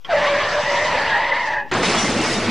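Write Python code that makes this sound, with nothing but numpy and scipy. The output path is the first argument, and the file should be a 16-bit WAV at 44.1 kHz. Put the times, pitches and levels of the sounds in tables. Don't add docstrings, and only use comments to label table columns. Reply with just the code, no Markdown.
import sys
import numpy as np
from scipy import signal
from scipy.io import wavfile
from scipy.ndimage import uniform_filter1d

SR = 44100
rng = np.random.default_rng(int(sys.argv[2]) if len(sys.argv) > 2 else 0)


def persist_wave(psi):
    counts = np.round(np.clip(psi, -1, 1) * 32767).astype(np.int16)
    wavfile.write(sys.argv[1], SR, np.atleast_2d(counts).T)


def ratio_of_db(decibels):
    return 10 ** (np.asarray(decibels, float) / 20)


N = 110250

# (frequency [Hz], relative density [dB per Hz])
HISS_COLOUR = [(18, -30), (30, 0), (71, -34), (180, -34), (1380, -36), (6660, -43.5), (8940, -63.5),
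               (10600, -50), (13800, -100), (22000, -120)]
# (time [s], mid level before SCRUB_MID_GAIN_DB [dB], treble level [dB])
SCRUB_LEVELS = [(.045, -47, -54), (.085, -48, -59), (.11, -33, -50.5), (.25, -28, -37.5), (.31, -30.5, -42),
                (.55, -30, -40), (.83, -30, -37), (1.05, -29, -42.5), (1.28, -33.5, -51), (1.44, -35, -47),
                (1.54, -36, -49.5), (1.6, -49, -61), (1.65, -65, -73), (1.7, -53, -62)]
# (frequency [Hz], relative density [dB per Hz])
SCRUB_COLOUR = [(35, -59), (60, -6.5), (267, -7.5), (450, -6), (558, -3), (693, -2.5), (1000, -5),
                (1480, -8), (1920, -7), (2490, -8.5), (5090, -19.5), (10600, -51.5), (13800, -74.5),
                (22000, -120)]
# (time [s], level [dB])
RUMBLE_LEVELS = [(0.04, -55), (0.094, -43), (0.118, -41), (0.206, -35.5), (0.658, -37), (1.08, -34),
                 (1.278, -41.5), (1.532, -41), (1.56, -45.5), (1.7, -45)]
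# (time [s], relative level [dB])
CLACK_HITS = [(.047, -22)]
# (frequency [Hz], relative level [dB], T60 [s])
CLACK_MODES = [(1097, -17.5, 0.14), (1360, -18.5, 0.16), (2170, -22, 0.072), (3130, -3.5, 0.036),
               (3310, -5, 0.052), (5130, -26, 0.069), (5600, -35, 0.044)]
# (time [s], slip pitch before detuning [Hz], relative level [dB])
HIGH_TYRE = [(0.15, 846.6, -33.5), (0.28, 1085, -24), (0.33, 1076, -28), (0.346, 1067, -24),
             (0.38, 1021, -43), (0.412, 1080, -21.5), (0.5, 999, -32.5), (0.55, 1000, -34),
             (0.632, 978, -29), (0.676, 972, -32), (0.764, 946.4, -23), (0.834, 1007, -36),
             (0.862, 984, -23.5), (0.99, 862.7, -26), (1.014, 865, -33), (1.064, 904, -24.5),
             (1.274, 923.4, -25), (1.366, 947, -27), (1.45, 945, -26.5), (1.5, 867.6, -26),
             (1.612, 843, -27), (1.64, 843, -39), (1.7, 843, -53)]
HIGH_OVERTONES_DB = [-9.5, -13.5, -29]
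# (pitch ratio, gain [dB])
HIGH_DETUNE = [(.93, -13.5), (1.001, -1.5), (1.1, -7.5)]
# (time [s], pitch before detuning [Hz], relative level [dB])
SQUEAL = [(0.085, 1607, -49), (0.107, 1573, -19), (0.124, 1495, -22), (0.128, 1960, -37),
          (0.147, 1960, -25), (0.261, 1945, -26.5), (0.279, 2014, -33), (0.401, 1780, -29),
          (0.437, 1762, -29), (0.459, 1767, -22.5), (0.627, 1914, -40), (0.649, 1944, -24.5),
          (0.917, 1940, -24.5), (1.021, 1790, -24.5), (1.071, 1870, -23.5), (1.125, 1801, -21),
          (1.315, 1928, -26), (1.323, 1918, -17), (1.365, 1978, -24), (1.591, 1772, -23.5),
          (1.635, 1793, -46), (1.71, 1894, -51)]
# (pitch ratio, gain [dB])
SQUEAL_DETUNE = [(.93, -9.5), (1.001, -7), (1.07, -8.5)]
# (time [s], slip pitch [Hz], relative level [dB])
BITE = [(.07, 760, -49), (.09, 760.6, -31), (.1, 733.6, -23), (.114, 686, -27.5), (.13, 654, -10)]
# (time [s], slip pitch [Hz], relative level [dB])
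LOW_TYRE = [(0.145, 582, -18.5), (0.383, 582, -22), (0.409, 586, -34), (0.443, 565, -26.5),
            (0.481, 583, -36), (0.595, 585, -18), (0.633, 592, -29.5), (0.719, 562, -22.5),
            (0.751, 583, -27), (0.837, 595, -19.5), (0.863, 592, -30), (1.053, 585, -31.5),
            (1.165, 601, -44), (1.335, 563, -28), (1.425, 564, -41), (1.525, 604, -36), (1.58, 572, -34.5),
            (1.7, 563, -54)]
LOW_OVERTONES_DB = [-17, -15.5, -22.5]
# (start [s], length [s], from [Hz], to [Hz], level [dB])
SQUEAKS = [(0.163, 0.03, 1737, 1700, -30), (.21, 0.027, 2123, 2280, -29), (0.237, 0.019, 1850, 1920, -21),
           (.25, 0.059, 2030, 2360, -29.5), (.32, 0.051, 2270, 2212, -36),
           (0.339, 0.048, 1660, 1593, -28.5), (0.449, 0.042, 1740, 1907, -28),
           (0.503, .06, 1735, 1704, -34), (0.694, 0.033, 2090, 2025, -31), (0.946, 0.072, 830, 782, -30),
           (1.09, 0.074, 1684, 1626, -27.5), (1.14, .05, 847, 800, -26.5), (1.528, 0.061, 1850, 1763, -29),
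           (1.533, 0.037, 4460, 4550, -53)]
# (time [s], mid [dB], boom [dB], treble [dB], top [dB])
CRASH_LEVELS = [(1.716, -22, -16.5, -27.5, -44), (1.742, -21, -26, -26.5, -42.5),
                (1.822, -24, -24.5, -28.5, -38.5), (1.836, -20.5, -29, -22, -30),
                (1.874, -24, -23.5, -22, -27), (1.956, -20, -26.5, -23.5, -31.5),
                (2.004, -22.5, -26.5, -25, -26.5), (2.154, -26.5, -25, -28, -34.5),
                (2.172, -26.5, -25.5, -26.5, -33.5), (2.252, -23, -25.5, -26, -30),
                (2.34, -26.5, -25.5, -26, -27.5), (2.37, -26.5, -25, -29, -32),
                (2.486, -26, -26, -28, -36.5), (2.5, -27, -23.5, -25.5, -36)]
# (frequency [Hz], relative density [dB per Hz])
CRASH_COLOUR = [(24, -47), (40, -66), (93, -2.5), (220, -5.5), (487, -1), (560, -2), (1160, -2.5),
                (1840, -6.5), (2120, -11.5), (5790, -21), (9230, -36.5), (10600, -24), (13800, -77),
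                (22000, -120)]
# (frequency [Hz], relative level [dB], T60 [s])
BODY_MODES = [(185, -3.5, 0.27), (234.3, 5, 0.15), (292, -3.5, 0.08), (346.4, -1.5, 0.13),
              (413, -4.5, 0.07), (493, -13, 0.12), (687, 0.5, 0.065), (859, 1.5, 0.068), (1003, -10, 0.066)]
# (time [s], frequency [Hz], peak [dB], shaken for [s])
THUDS = [(1.719, 368, -25, 0.02), (1.777, 372, -26, 0.06), (1.825, 462, -22, 0.018),
         (1.85, 180, -23.5, 0.039), (1.948, 188, -21, 0.011), (2.029, 195, -22, 0.022),
         (2.16, 238, -19.5, 0.014), (2.19, 317, -20, 0.024), (2.36, 203, -23.5, 0.033),
         (2.46, 340, -26, .02)]
# (time [s], frequency [Hz], peak [dB], shaken for [s])
SHARDS = [(1.75, 1644, -27, .02), (1.853, 3800, -22, 0.0074), (1.876, 2620, -30, .008),
          (1.895, 2340, -31, .02), (1.972, 3390, -23.5, 0.017), (1.972, 2870, -30, 0.045),
          (1.99, 5750, -30, 0.043), (2.03, 2096, -25.5, 0.054), (2.175, 2704, -29, 0.028),
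          (2.228, 2700, -26.5, 0.0092), (2.245, 4930, -33, 0.022), (2.26, 2260, -29, 0.016),
          (2.29, 1940, -31, .04), (2.315, 5010, -32, 0.026), (2.345, 3700, -31.5, 0.027)]
# (from [s], to [s])
WIDE_SPANS = [(.09, .2), (0.242, 1.5), (1.711, 2.6)]
AIR_HZ = [10900, 14300]
OFFSET = [
    [.0188],
    [.0032],
]

HISS_DB = -53
SCRUB_MID_GAIN_DB, RUMBLE_TOP_HZ, SCRUB_TREBLE_FROM_HZ = 6, 490, 5000
CLACK_GAIN_DB = 1.0
SLIDE_END_S, SLIDE_FADE_S = 1.71, 0.033
ECHO_DB, ECHO_T60_S, ECHO_TOP_HZ = -16.5, 0.28, 2930
CRASH_S, CRUMPLE_GAIN_DB, BOOM_RISE_S = 1.7125, -1.0, 0.038
BOOM_TOP_HZ, TREBLE_FROM_HZ, TOP_FROM_HZ = 550, 2000, 4500
BODY_DB, BODY_BLOWS_PER_S = -27.5, 110
GLASS_PER_S, GLASS_CYCLES = 1200, 130
GLASS_DB = -6
GLASS_TILT_DB = -3.5
SHARD_T60_S, THUD_T60_S, MODE_WANDER_HZ = 0.045, 0.057, 8
CUTOFF_HZ = 11240
WIDE_HZ, WIDE_DB = [4340, 7530], -2.5
WIDE_PATCHY = 0.99
AIR_DB, AIR_HISS_DB = -24.5, -73


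def rms_one(x):
    return x / np.sqrt(np.mean(x ** 2) + 1e-20)


def in_time(rows):
    s, *columns = np.transpose(rows)
    return [np.interp(np.arange(N) / SR, s, c) for c in columns]


def between(start_s, end_s, fade_s):
    t = np.arange(N) / SR
    return np.clip(np.minimum(t - start_s, end_s - t) / fade_s, 0, 1)


def drift(rate_hz):
    r = np.exp(-2 * np.pi * rate_hz / SR)
    noise = rng.standard_normal(N + SR)
    return rms_one(signal.lfilter([1], [1, -2 * r, r * r], noise)[SR:])


def band_pass(x, order, edges_hz):
    return signal.sosfilt(signal.butter(order, edges_hz, "band", fs=SR, output="sos"), x)


def ring(clicks, hz, t60_s):
    r = ratio_of_db(-60 / (t60_s * SR))
    w = 2 * np.pi * hz / SR
    return signal.lfilter([0, np.sin(w)], [1, -2 * r * np.cos(w), r * r], clicks + 1e-18)


def grains(per_s, spread_db):
    sizes = ratio_of_db(spread_db * np.minimum(rng.exponential(1, N), 3)) * rng.choice([-1, 1], N)
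    return sizes * (rng.random(N) < per_s / SR)


def gritty_noise(grain_gain):
    return rng.standard_normal((2, N)) + grain_gain * np.array([grains(1500, 4), grains(1500, 4)])


def bands(x, colour, patchy_db, rate_hz):
    edges = 30 * 2 ** np.arange(0, 9.1, 1 / 3)
    centres = np.sqrt(edges[1:] * edges[:-1])
    colour_hz, colour_db = np.transpose(colour)
    level_db = np.interp(np.log(centres), np.log(colour_hz), colour_db)
    parts = [ratio_of_db(level_db[k] + patchy_db * drift(rate_hz)) * band_pass(x[k % 2], 2, edges[k:k + 2])
             for k in range(len(centres))]
    return centres, np.array(parts)


def registers(centres, parts, layers):
    out = 0
    for low_hz, high_hz, db in layers:
        inside = (centres >= low_hz) & (centres < high_hz)
        out = out + ratio_of_db(db) * rms_one(parts[inside].sum(axis=0))
    return out


def slip(hz, partials_db, wobble, rough, flutter_db):
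    waver = 1 + wobble * drift(25.3) + rough * drift(143.9)
    phase = 2 * np.pi * np.cumsum(hz * waver) / SR
    out = 0
    for k, db in enumerate(partials_db, start=1):
        flutter = flutter_db * np.minimum(drift(31), 0.8)
        out = out + np.sqrt(2) * ratio_of_db(db + flutter) * np.sin(k * phase)
    return out


def shaken(start_s, hz, db, length_s, t60_s):
    t = np.arange(N) / SR
    decay_db = 60 * np.maximum(t - start_s - length_s, 0) / t60_s
    rise = between(start_s, 3, 1.5 / hz + 0.0019)
    phase = 2 * np.pi * np.cumsum(hz + MODE_WANDER_HZ * drift(40)) / SR
    return rise * ratio_of_db(db + 2.0 * drift(34) - decay_db) * np.sin(phase)


def noise_following(x, from_hz, to_hz, count, patchy):
    out = 0
    heard_edges = np.geomspace(*from_hz, num=count + 1)
    noise_edges = np.geomspace(*to_hz, num=count + 1)
    for k in range(count):
        heard = band_pass(x, 4, heard_edges[k:k + 2])
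        noise = band_pass(rng.standard_normal(N), 6, noise_edges[k:k + 2])
        on = np.clip(4 * (patchy - drift(2.5)), 0, 1)
        level = np.sqrt(np.abs(uniform_filter1d(heard ** 2, size=700)))
        out = out + on * level * rms_one(noise)
    return out


def background_hiss():
    _, parts = bands(rng.standard_normal((2, N)), HISS_COLOUR, patchy_db=3.0, rate_hz=7.2)
    return ratio_of_db(HISS_DB) * rms_one(parts.sum(axis=0))


def scrub():
    mid_db, treble_db = in_time(SCRUB_LEVELS)
    rumble_db, = in_time(RUMBLE_LEVELS)
    centres, parts = bands(gritty_noise(0.22), SCRUB_COLOUR, patchy_db=2.0, rate_hz=15.5)
    layers = [(0, RUMBLE_TOP_HZ, rumble_db),
              (RUMBLE_TOP_HZ, SCRUB_TREBLE_FROM_HZ, mid_db + SCRUB_MID_GAIN_DB + 0.9 * drift(5.9)),
              (SCRUB_TREBLE_FROM_HZ, SR, treble_db)]
    return between(0.042, CRASH_S, 0.007) * registers(centres, parts, layers)


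def clack():
    clicks = np.zeros(N)
    for s, db in CLACK_HITS:
        clicks[int(s * SR)] = ratio_of_db(db + CLACK_GAIN_DB)
    rings = sum(ratio_of_db(db) * ring(clicks, hz, t60_s) for hz, db, t60_s in CLACK_MODES)
    return rings * between(CLACK_HITS[0][0], 3, 0.0014)


def squeal():
    hz, db = in_time(SQUEAL)
    out = sum(slip(hz * ratio, [db + gain, db + gain - 39.5], wobble=0.024, rough=0.02024, flutter_db=7.5)
              for ratio, gain in SQUEAL_DETUNE)
    return between(0.069, CRASH_S, 0.0036) * out


def high_tyre():
    hz, db = in_time(HIGH_TYRE)
    out = 0
    for ratio, gain in HIGH_DETUNE:
        partials_db = [db + gain + o for o in [0] + list(HIGH_OVERTONES_DB)]
        out = out + slip(hz * ratio, partials_db, wobble=0.027, rough=0.0281, flutter_db=1)
    return between(0.07, 3, 0.024) * between(0.069, CRASH_S, 0.0036) * out


def low_tyre():
    hz, db = in_time(list(BITE) + list(LOW_TYRE))
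    partials_db = [db - 1] + [db + o for o in LOW_OVERTONES_DB]
    groan = slip(hz, partials_db, wobble=0.017, rough=0.03, flutter_db=3)
    return between(0.09, CRASH_S, 0.0029) * groan


def squeaks():
    t = np.arange(N) / SR
    out = 0
    for s, length_s, from_hz, to_hz, db in SQUEAKS:
        hz = np.interp(t, [s, s + length_s], [from_hz, to_hz])
        glide = slip(hz, [db], wobble=0.004, rough=0.016, flutter_db=3.5)
        out = out + between(s, s + length_s, 0.0072) * glide
    return out


def roadside(x):
    t = np.arange(SR // 2) / SR
    tail = rng.standard_normal(len(t)) * ratio_of_db(-60 * t / ECHO_T60_S) * (t > 0.015)
    tail = band_pass(tail, 2, [300, ECHO_TOP_HZ])
    tail = tail / np.sqrt(np.sum(tail ** 2))
    return ratio_of_db(ECHO_DB) * signal.fftconvolve(x, tail)[:N] * between(-1, CRASH_S, 0.004)


def crumpling():
    mid_db, boom_db, treble_db, top_db = in_time(CRASH_LEVELS)
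    swell_db = -12 * (1 - between(CRASH_S, 3, BOOM_RISE_S))
    centres, parts = bands(gritty_noise(0.2), CRASH_COLOUR, patchy_db=1.0, rate_hz=48)
    layers = [(0, BOOM_TOP_HZ, boom_db + swell_db), (BOOM_TOP_HZ, TREBLE_FROM_HZ, mid_db),
              (TREBLE_FROM_HZ, TOP_FROM_HZ, treble_db), (TOP_FROM_HZ, SR, top_db)]
    return ratio_of_db(CRUMPLE_GAIN_DB) * registers(centres, parts, layers)


def body_blows():
    body = sum(ratio_of_db(db) * ring(grains(BODY_BLOWS_PER_S, 3.0), hz, t60_s) for hz, db, t60_s in BODY_MODES)
    return between(CRASH_S, 3, BOOM_RISE_S) * ratio_of_db(BODY_DB) * rms_one(body)


def glass_shower():
    treble_db = in_time(CRASH_LEVELS)[2]
    pitches_hz = np.geomspace(1800, 9000, num=30)
    dealt = rng.integers(0, 30, N)
    bits = grains(GLASS_PER_S, 4.1)
    glass = sum(ratio_of_db(GLASS_TILT_DB * k / 30) * ring(bits * (dealt == k), hz, GLASS_CYCLES / hz)
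                for k, hz in enumerate(pitches_hz))
    return ratio_of_db(treble_db + GLASS_DB) * rms_one(glass)


def crash():
    out = between(CRASH_S, 3, 0.0018) * (crumpling() + body_blows() + glass_shower())
    thuds = sum(shaken(*row, THUD_T60_S) for row in THUDS)
    shards = sum(shaken(*row, SHARD_T60_S) for row in SHARDS)
    return out + thuds + shards


def scene():
    tyres = squeal() + high_tyre() + low_tyre() + squeaks()
    tyres = tyres * between(-1, SLIDE_END_S, SLIDE_FADE_S)
    mono = background_hiss() + scrub() + clack() + tyres + roadside(tyres) + crash()
    return np.array([mono, mono])


def faint_air(x):
    air = noise_following(x, [8000, 10000], AIR_HZ, count=3, patchy=0.6)
    hiss = rms_one(band_pass(rng.standard_normal(N), 6, AIR_HZ))
    return ratio_of_db(AIR_DB) * air + ratio_of_db(AIR_HISS_DB) * hiss


def wide_treble(x):
    gate = sum(between(start_s, end_s, 0.029) for start_s, end_s in WIDE_SPANS)
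    side = gate * noise_following(x, WIDE_HZ, WIDE_HZ, count=5, patchy=WIDE_PATCHY)
    return ratio_of_db(WIDE_DB) * side * [[1], [-1]]


def top_cut(x):
    return signal.sosfilt(signal.butter(12, 14500, fs=SR, output="sos"), x)


def record(dry):
    low = signal.sosfilt(signal.cheby2(10, 50, CUTOFF_HZ, fs=SR, output="sos"), dry)
    mix = low + faint_air(low[0]) + wide_treble(low[0]) + OFFSET
    return top_cut(mix)


dry = scene()
out = record(dry)
persist_wave(out)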